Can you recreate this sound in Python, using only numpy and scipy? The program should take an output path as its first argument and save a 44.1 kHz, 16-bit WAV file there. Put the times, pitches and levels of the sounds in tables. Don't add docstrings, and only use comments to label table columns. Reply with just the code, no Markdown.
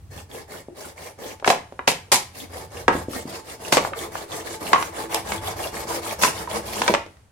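import sys
import numpy as np
from scipy import signal
from scipy.fft import rfft, irfft, next_fast_len
from scipy.io import wavfile
from scipy.ndimage import uniform_filter1d

SR = 44100
rng = np.random.default_rng(int(sys.argv[2]) if len(sys.argv) > 2 else 0)


def master(y):
    cut = np.clip(np.atleast_2d(y).T, -1, 1)
    pcm = np.round(cut * 32767)
    wavfile.write(sys.argv[1], SR, pcm.astype(np.int16))


N = 322371

# (start [s], length [s], force [relative dB], wall over edge [dB], wall pitch [Hz])
STROKES = [(0.1, 0.14, -1.5, 3.5, 488), (0.288, 0.16, 1.2, 3.5, 466), (0.475, 0.15, 0.5, 5.5, 510),
           (0.743, 0.19, 1.5, 4, 499), (0.958, 0.17, 1, 4.5, 622), (1.177, 0.18, 1.5, 6, 430),
           (2.329, 0.14, 0.5, -3.5, 585), (2.493, 0.17, -0.5, 5.5, 492), (2.702, 0.15, -2.5, 7, 500),
           (2.909, 0.14, -1.5, 8.5, 570), (3.077, 0.16, 3.5, 0.5, 465), (3.253, 0.16, 0, 4.5, 590),
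           (3.439, 0.13, -2.5, 0.5, 482), (3.593, 0.15, -0.5, 5.5, 556), (3.806, 0.097, -0.5, 4, 600),
           (3.939, 0.14, 1.5, 4.5, 469), (4.108, 0.15, -1.5, 4.5, 560), (4.276, 0.16, 1.5, 4.5, 588),
           (4.434, 0.14, 1, 3, 505.4), (4.592, 0.18, 1.5, 5.5, 584), (4.747, 0.16, -1.5, 5.5, 619),
           (4.918, 0.15, -1, 8.5, 613), (5.087, 0.13, 2.5, 5.5, 715), (5.242, 0.15, 0.5, 6.5, 700),
           (5.408, 0.14, 0, 5.5, 730), (5.554, 0.15, 0.5, 5, 591), (5.712, 0.14, -1, 6, 688),
           (5.86, 0.15, 2, 5, 777), (6.015, 0.14, 1, 3.5, 700), (6.182, 0.13, 8.5, -4, 678),
           (6.313, 0.15, -4, 6, 690), (6.482, 0.13, 0.5, 7, 656), (6.626, 0.24, -1, 2.5, 610),
           (6.738, 0.23, -1, 1, 670)]
# (frequency [Hz], correlation [-1..1])
LIKENESS = [(80, 0.96), (200, 1), (450, 0.65), (850, 0.39), (1200, -0.026), (1800, 0.27), (2400, 0.29),
            (3500, 0.057), (5000, -0.021), (15000, -0.021)]


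def from_db(db):
    return 10 ** (np.asarray(db) / 20)


def rms_one(x):
    return x / np.sqrt(np.mean(x ** 2) + 1e-20)


def at_hz(points, hz):
    f, value = np.transpose(points)
    return np.interp(np.log(hz + 1e-3), np.log(f), value)


def colour(x, spectrum):
    size = next_fast_len(x.shape[-1])
    gain = from_db(at_hz(spectrum, np.fft.rfftfreq(size, 1 / SR)))
    return irfft(rfft(x, size) * gain, size)[..., :x.shape[-1]]


def bands(x, centres):
    spectrum = rfft(x)
    hz = np.fft.rfftfreq(x.shape[-1], 1 / SR)
    return [irfft(spectrum * at_hz(np.c_[centres, share], hz), x.shape[-1])
            for share in np.eye(len(centres))]


def two_ports(pair):
    size = next_fast_len(pair.shape[-1])
    mid, side = rfft(pair, size)
    alike = np.clip(at_hz(LIKENESS, np.fft.rfftfreq(size, 1 / SR)), -.99, .99)
    left_right = np.sqrt(1 + alike) * mid + np.sqrt(1 - alike) * side * [[1], [-1]]
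    return irfft(left_right, size)[:, :pair.shape[-1]]


def noise(size):
    return two_ports(rng.standard_normal((2, size)))


def wobble(size, per_s):
    return signal.resample(rng.standard_normal(max(int(size / SR * per_s), 3)), size)


def add(out, s, sound):
    at = max(round(s * SR), 0)
    out[:, at:at + sound.shape[1]] += sound[:, :N - at]


def resonate(x, hz, width_hz):
    r = np.exp(-np.pi * width_hz / SR)
    zeros = np.array([1, 0, -1]) * (1 - r * r) / 2
    poles = [1, -2 * r * np.cos(2 * np.pi * hz / SR), r * r]
    return signal.lfilter(zeros, poles, x)


def struck(hz, level_db, decay_s, t, rise_s=0.00069, tension=0.081, relax_s=0.0055, stagger_turns=.17):
    order = np.arange(len(hz))[:, None]
    gap = np.arccos(np.clip(at_hz(LIKENESS, hz), -1, 1)) * rng.choice([-1, 1], len(hz))
    bent_t = t + tension * relax_s * (1 - np.exp(-t / relax_s))
    phase = 2 * np.pi * hz[:, None] * bent_t - 2 * np.pi * stagger_turns * order
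    envelope = from_db(level_db)[:, None] * np.exp(-t / decay_s[:, None]) * (1 - np.exp(-t / rise_s))
    return rms_one(np.array([(envelope * np.sin(phase + side * gap[:, None] / 2)).sum(0)
                             for side in (1, -1)]))


def click(t, decay_s, count=3):
    burst = rng.standard_normal((2, len(t))) * np.exp(-t / decay_s)
    for _ in range(count):
        flat = irfft(np.exp(1j * np.angle(rfft(burst))), len(t))
        burst = flat * np.exp(-t / (10 * decay_s))
    return rms_one(burst)


def slips(size, per_s, spread_db, slip_s):
    catches = rng.random(size) < per_s / SR
    force = catches * from_db(spread_db * np.clip(rng.standard_normal(size), -2, 2))
    power = signal.lfilter([1], [1, -np.exp(-1 / (slip_s * SR))], force ** 2)
    return rms_one(noise(size) * np.sqrt(rms_one(power) + .2))


def chatter(hz, width_hz):
    stray = np.sqrt(2 * np.pi * width_hz / SR) * rng.standard_normal(len(hz))
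    phase = np.cumsum(2 * np.pi * hz / SR + uniform_filter1d(stray, size=60))
    return rms_one(two_ports(np.array([np.sin(phase), np.cos(phase)])))


def blade_speed(t, length):
    return np.abs(np.sin(np.pi * np.clip(t / length, 0, 1)))


def room_air():
    # (frequency [Hz], density [relative dB])
    air_spectrum = [(30, 4), (150, 6), (500, 6), (1500, -1.5), (4000, -8.5), (10000, -9.5), (16000, -26.5)]
    # (time [s], level [dB])
    air_level = [(0, -59.5), (6.8, -43), (7.12, -55), (7.31, -63)]
    level_db = np.interp(np.arange(N) / SR, *np.transpose(air_level))
    return from_db(level_db) * rms_one(colour(noise(N), air_spectrum))


def hands(level_db=1.5, swell_db=2.0):
    # (frequency [Hz], density [relative dB])
    rumble_spectrum = [(15, -53), (28, -24.5), (42, -15.5), (60, -1.5), (73, 1), (88, 4.5), (115, -3),
                       (170, -13.5), (260, -24), (500, -35), (1500, -47.5)]
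    # (time [s], rumble [relative dB])
    pressure = [(0.0, -43.5), (0.45, -52), (0.81, -57.5), (2.58, -50.5), (2.95, -43), (3.46, -55),
                (3.89, -48.5), (4.5, -51), (5.07, -50), (5.44, -43), (6.15, -50), (6.7, -47.5),
                (7.31, -58.5)]
    t = np.arange(N) / SR
    moving = np.max([blade_speed(t - s, length) for s, length, *_ in STROKES], axis=0)
    rumble_db = level_db + np.interp(t, *np.transpose(pressure)) + swell_db * moving
    return from_db(rumble_db) * rms_one(colour(noise(N), rumble_spectrum))


def room(x, first_echo_s=0.0016, size=24000, count=6):
    # (band centre [Hz], t60 [s], echo [relative dB])
    reverb_bands = [(100.8, 0.84, -1.5), (248, 0.3, 0.5), (490, 0.28, -3), (1000, 0.28, -1),
                    (1990, 0.31, -2), (4000, 0.3, -1), (8000, 0.25, -1), (15000, 0.3, -5)]
    t = np.arange(size) / SR
    out = 0
    centres = [hz for hz, _, _ in reverb_bands]
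    decays = []
    for _, t60, echo_db in reverb_bands:
        onset = np.clip(t / first_echo_s - .5, 0, 1)
        decays.append(from_db(echo_db) * rms_one(from_db(-60 * t / t60) * onset))
    for share in np.eye(count):
        split = bands(noise(size), centres)
        echoes = sum(band * decay for band, decay in zip(split, decays)) / np.sqrt(size)
        here = np.sqrt(np.interp(np.linspace(0, count - 1, N), np.arange(count), share))
        out = out + signal.oaconvolve((here * x.mean(0))[None], echoes, axes=1)[:, :N]
    return out


def bottle(x):
    # (frequency [Hz], width [Hz], gain [relative dB])
    free_modes = [(172, 9.8, -9), (335, 11, 3), (405.2, 10, 3.5), (454, 23.3, 5.5), (504, 83, -9),
                  (687, 30, -10), (804, 110, -11), (876, 5.4, 7.5), (1001, 32, -4), (1114, 58, -3),
                  (1238, 38, -5), (1800, 180, -23), (2220, 49, -8)]
    return sum((-1) ** k * from_db(db) * resonate(x, hz, width)
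               for k, (hz, width, db) in enumerate(free_modes))


def groans(rows, roughness, sag, size=16384):
    out = np.zeros((2, N))
    for s, length, level_db, hz in rows:
        done = np.clip(np.arange(size) / SR / length, 0, 1)
        pitch_hz = hz * (1 + sag * (.5 - done))
        add(out, s, from_db(level_db) * np.sin(np.pi * done) * chatter(pitch_hz, roughness * hz))
    return out


def dragging():
    # (start [s], length [s], level [relative dB], mean pitch [Hz])
    drags = [(0, 0.27, -47, 93), (.03, 0.27, -51.5, 129), (.703, 0.042, -42, 351), (2.078, 0.019, -52, 460),
             (3.03, 0.034, -55, 91), (5.36, 0.13, -37.5, 94), (7.19, 0.12, -53, 94)]
    return groans(drags, roughness=0.02, sag=0.26)


def catching():
    # (start [s], length [s], level [relative dB], mean pitch [Hz])
    catches = [(.335, 0.054, -36, 517), (1.215, 0.084, -38, 498.6), (3.17, 0.046, -39, 596),
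               (3.915, 0.024, -31.5, 548), (4.02, 0.061, -39, 1163), (4.08, 0.02, -35, 496),
               (5.15, 0.045, -28.5, 838), (5.475, 0.028, -27, 790), (5.588, 0.034, -29, 735),
               (5.655, 0.024, -28.5, 655), (5.9, 0.025, -29.5, 830), (5.968, 0.027, -29, 551),
               (6.06, 0.014, -30, 993), (6.118, 0.02, -28.5, 643), (6.755, 0.029, -30, 895)]
    return groans(catches, roughness=0.22, sag=0.12)


def panel_ring(hz, t, ring_s=0.0028):
    # (multiple of panel pitch [1], level [relative dB])
    panel_modes = [(.5, -8.5), (0.679, -1.5), (.86, 3), (1.031, 2.5), (1.24, -1), (1.501, 0), (1.8, -2.5),
                   (2.15, -7), (2.6, -11), (3.3, -17)]
    multiple, level_db = np.transpose(panel_modes)
    mode_hz = hz * multiple
    return struck(mode_hz, level_db, ring_s * (1000 / mode_hz) ** 0.17, t)


def thud(t, thud_s=0.0031):
    # (frequency [Hz], level [relative dB])
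    low_modes = [(150, -6.5), (205, 2), (305, -3.5)]
    hz, level_db = np.transpose(low_modes)
    return struck(hz, level_db, np.full(len(hz), thud_s), t)


def bumping(thud_db=-24.0, ring_db=-9.0, cloth_cut=1.96, size=2048):
    # (time [s], level [relative dB], pitch of the landing panel [Hz])
    bumps = [(0.684, -32.5, 420), (1.479, -19.5, 327), (1.503, -27, 223), (1.792, -36, 394),
             (1.878, -22, 297), (2.121, -30, 486), (2.883, -11.5, 416), (2.951, -19.5, 347),
             (3.083, -24, 343), (3.253, -26, 238), (3.727, -18, 380), (3.77, -13, 403), (4.734, -18.5, 450),
             (4.993, -31, 402), (5.853, -32.5, 500), (6.81, -29, 300), (6.897, -14.5, 445)]
    out = np.zeros((2, N))
    t = np.arange(size) / SR
    for s, level_db, hz in bumps:
        cloth = signal.butter(2, cloth_cut * hz, fs=SR, output="sos")
        ring = signal.sosfilt(cloth, panel_ring(hz, t))
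        add(out, s, from_db(level_db) * (from_db(thud_db) * thud(t) + from_db(ring_db) * ring))
    return out


def snapping(ring_db=-7.0, crack_db=-10.0, crack_s=0.0058, after_ring_db=-4.0, after_ring_s=0.0099, size=4096):
    # (time [s], level [relative dB], pitch [Hz], crack over ring [relative dB],
    #  after-ring [Hz], after-ring [relative dB])
    snaps = [(1.398, -53.5, 900, 10.5, 814, 0), (1.425, -31.5, 606, -23, 650, -13),
             (1.445, -21.5, 1420, -6, 1670, -12), (1.464, -23, 634, -18, 586, -12.5),
             (1.4762, -12.5, 710, 3, 613, -12), (1.5018, -11, 734, 0.5, 679, -7),
             (1.528, -22.5, 840, -17, 860, -5), (1.723, -36.5, 510, -13.5, 480, -16.5),
             (1.7918, -25.5, 1060, -22, 997, -13), (1.877, -20, 1125, 14, 564, -13),
             (2.12, -25.5, 720, 9, 530, -3), (2.8806, -6, 1009, -11, 1590, -17),
             (2.89, -19, 850, -30, 990, -10), (2.905, -38, 1490, -11, 910, -4.5),
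             (2.929, -35, 1600, -19, 2010, -8), (3.725, -16.5, 650, 7.5, 505, -14.5),
             (3.77, -9.5, 527, -2, 477, -10.5), (3.779, -22, 820, 4.5, 1117, -2),
             (3.849, -21, 910, -19, 768, -15), (3.874, -36, 636, -18, 540, -5),
             (3.934, -30, 1385, -30, 1156, -7.5), (4.154, -26, 910, -19, 1630, -23),
             (4.7314, -5, 1055, -7, 1083, -6.5), (4.746, -20.5, 750, -7, 1120, -5),
             (4.759, -22.5, 1140, -8, 1050, 0.5), (4.8255, -24, 915, 0, 890, -22),
             (5.145, -30.5, 930, 3, 840, 0), (5.276, -49, 810, -13, 890, -10),
             (5.32, -26, 856, 4, 2125, -13), (5.537, -37.5, 1000, -14, 1070, -15),
             (6.235, -15, 1380, 4, 973, -16), (6.248, -19, 1200, -14, 977, -6.5),
             (6.474, -33.5, 990, -16, 930, 0), (6.818, -19.5, 885, 2.5, 1080, -18),
             (6.864, -32, 655, 4, 604, -18), (6.879, -16.5, 1480, 4, 2300, -14),
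             (6.885, -19.5, 830, -13, 955, -3), (6.904, -22.5, 620, -3, 410, -6.5),
             (6.939, -18, 897, 3, 555, -11.5), (6.948, -16.5, 1263, -4.5, 1700, -20),
             (7.063, -43, 490, -0.5, 304, -12), (7.169, -60.5, 1196, 2, 1800, -12)]
    # (frequency [Hz], density [relative dB])
    crack_spectrum = [(30, -21.5), (150, -28), (400, 22.5), (1200, 17.5), (2300, 19.5), (3500, 14),
                      (6000, 9.5), (9000, 2), (12000, -30.5), (16000, -23.5)]
    out = np.zeros((2, N))
    t = np.arange(size) / SR
    early = t[:size // 2]
    for s, level_db, hz, sharp_db, after_hz, after_db in snaps:
        burst = colour(two_ports(click(early, crack_s)), crack_spectrum)
        crack = from_db(sharp_db + crack_db) * rms_one(burst * np.exp(-early / (10 * crack_s)))
        limits_hz = [0.28 * hz, min(8.0 * hz, .4 * SR)]
        radiation = signal.butter(2, limits_hz, "band", fs=SR, output="sos")
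        ring = signal.sosfilt(radiation, panel_ring(hz, early))
        add(out, s, from_db(level_db) * (from_db(ring_db) * ring + crack))
        after_ring = struck(np.array([after_hz]), np.zeros(1), np.array([after_ring_s]), t)
        add(out, s, from_db(level_db + after_db + after_ring_db) * after_ring)
    return out


def ripping(level_db=8.0, fade_s=0.0017, swell_db=12.5, fall_db_per_s=243, usual_db=-20.5,
            brighten=0.38, size=4096):
    # (start [s], length before fade [s], time to peak [s], peak force [relative dB])
    rips = [(1.455, 0.071, 0.044, -29), (1.873, 0.047, 0.0045, -24.5), (2.117, 0.055, 0.0019, -17),
            (3.721, 0.064, 0.0014, -23), (5.144, 0.0029, 0.0015, -22), (6.213, 0.06, 0.02, -22.5)]
    # (frequency [Hz], density [relative dB])
    rip_spectrum = [(30, -37), (90, -7.5), (170, 4), (300, -1), (500, 1), (950, 12), (1400, 0.5), (2100, 6),
                    (3000, 0.5), (4500, 4.5), (7000, 3.5), (10000, 0.5), (13000, -5.5), (16000, -16)]
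    out = np.zeros((2, N))
    t = np.arange(size) / SR
    for s, length, attack_s, peak_db in rips:
        rise_db = swell_db * np.maximum(1 - t / attack_s, 0)
        fall_db = fall_db_per_s * np.maximum(t - attack_s, 0)
        fade = np.exp(-np.maximum(t - length, 0) / fade_s)
        force = from_db(peak_db - rise_db - fall_db) * fade
        fractures = slips(size, per_s=1200, spread_db=3.0, slip_s=.0008)
        treble = [(1000, 0.011), (8000, brighten * (peak_db - usual_db))]
        add(out, s, from_db(level_db) * force * rms_one(colour(colour(fractures, rip_spectrum), treble)))
    return out


def shifting(x, depth_db=2.0, count=9):
    centres = np.geomspace(1200, 14000, count)
    return sum(band * from_db(depth_db * wobble(x.shape[-1], per_s=35)) for band in bands(x, centres))


def burrs(speed, per_s=65, spread_db=5.5, low_hz=900, high_hz=3400, width_hz=260, count=7):
    size = len(speed)
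    out = 0
    for hz in np.geomspace(low_hz, high_hz, count):
        hits = rng.random(size) < speed * per_s / count / SR
        flicks = hits * from_db(spread_db * np.clip(rng.standard_normal(size), -1.5, 1.5))
        sides = rng.standard_normal((2, size)).clip(-1, 1)
        out = out + resonate(flicks * sides + 1e-18, hz, width_hz)
    return rms_one(out)


def thin_wall(x, decay_s=0.01, ring_db=-3.0, size=1024):
    # (frequency [Hz], density [relative dB])
    ring_spectrum = [(500, -6), (2000, -4.5), (4000, -4.5), (15000, -0.5)]
    t = np.arange(size) / SR
    modes = colour(rng.standard_normal((2, size)), ring_spectrum)
    ring = rms_one(modes * np.exp(-t / decay_s)) / np.sqrt(size)
    ringing = signal.fftconvolve(x, ring, axes=1)[:, :x.shape[1]]
    return (x + from_db(ring_db) * ringing) / np.hypot(1, from_db(ring_db))


def sawing(hiss_db=-2.0, rasp_db=-16.0, wall_db=-8.5, chatter_db=-16.5, modes_db=-6.5, burr_db=-10.0,
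           release_db=0.5, hiss_power=0.94, grip_power=0.49, uneven_db=1.35, size=16384):
    # (frequency [Hz], density [relative dB])
    hiss_spectrum = [(400, -24.5), (1500, -12), (2800, -2), (4000, -3), (6000, -4.5), (8000, -4.5),
                     (10000, -4.5), (12500, -8.5), (15500, -20)]
    rasp_spectrum = [(40, -26), (150, 8), (400, 9.5), (900, 3.5), (1350, -9), (1700, 8), (2200, 0),
                     (2700, -22), (4500, -1.5), (15000, -15.5)]
    # (frequency [Hz], gain [dB])
    flex_response = [(100, -3), (300, 5.5), (1050, -2), (1350, -1), (3000, 4)]
    start_db, rise_db_per_s = -44, 2
    hiss, wall, drive = np.zeros((3, 2, N))
    t = np.arange(size) / SR
    for s, length, force_db, answer_db, hz in STROKES:
        edge_db = start_db + rise_db_per_s * s + force_db
        push_db = edge_db + answer_db
        speed = blade_speed(t, length)
        pressure_db = uneven_db * wobble(size, per_s=64)
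        ease_db = release_db * (.5 - np.clip(t / length, 0, 1))
        grip = speed ** grip_power * from_db(pressure_db + ease_db)
        slide = speed ** hiss_power * from_db(pressure_db / 2)
        friction = slips(size, per_s=550, spread_db=4.3, slip_s=.0007)
        judder = slips(size, per_s=120, spread_db=0.5, slip_s=0.0024)
        blade = from_db(edge_db + hiss_db) * slide * rms_one(colour(friction, hiss_spectrum))
        rasp = from_db(rasp_db + 0.62 * edge_db) * grip * rms_one(colour(judder, rasp_spectrum))
        ticks = from_db(edge_db + burr_db) * grip * burrs(speed)
        add(hiss, s, thin_wall(shifting(blade + rasp) + ticks, ring_db=5.5))
        flex = rms_one(resonate(resonate(noise(size), hz, 650), hz, 820))
        squeak_level = from_db(1.1 * wobble(size, per_s=79))
        squeak = chatter(hz * (.9 + 0.27 * speed), width_hz=118) * squeak_level
        shake = from_db(wall_db) * flex + from_db(chatter_db) * squeak
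        add(wall, s, from_db(push_db) * grip * shake)
        add(drive, s, from_db(push_db + modes_db) * grip * judder)
    return hiss + colour(wall, flex_response) + from_db(17) * bottle(drive)


def scene():
    saw = sawing() + catching() + dragging()
    rips = ripping()
    snaps = snapping()
    bumps = bumping()
    cutting = saw + rips + snaps + bumps + bottle(from_db(-12) * snaps)
    echo = room(from_db(-7.5) * saw + from_db(-5.0) * rips + from_db(-6.0) * snaps + from_db(-5.0) * bumps)
    return cutting + echo + hands() + room_air()


def record(dry):
    rounded = .92 * np.tanh(dry / .92)
    low_pass = signal.ellip(10, .2, 80, 16100, fs=SR, output="sos")
    return signal.sosfilt(low_pass, rounded)


dry = scene()
out = record(dry)
master(out)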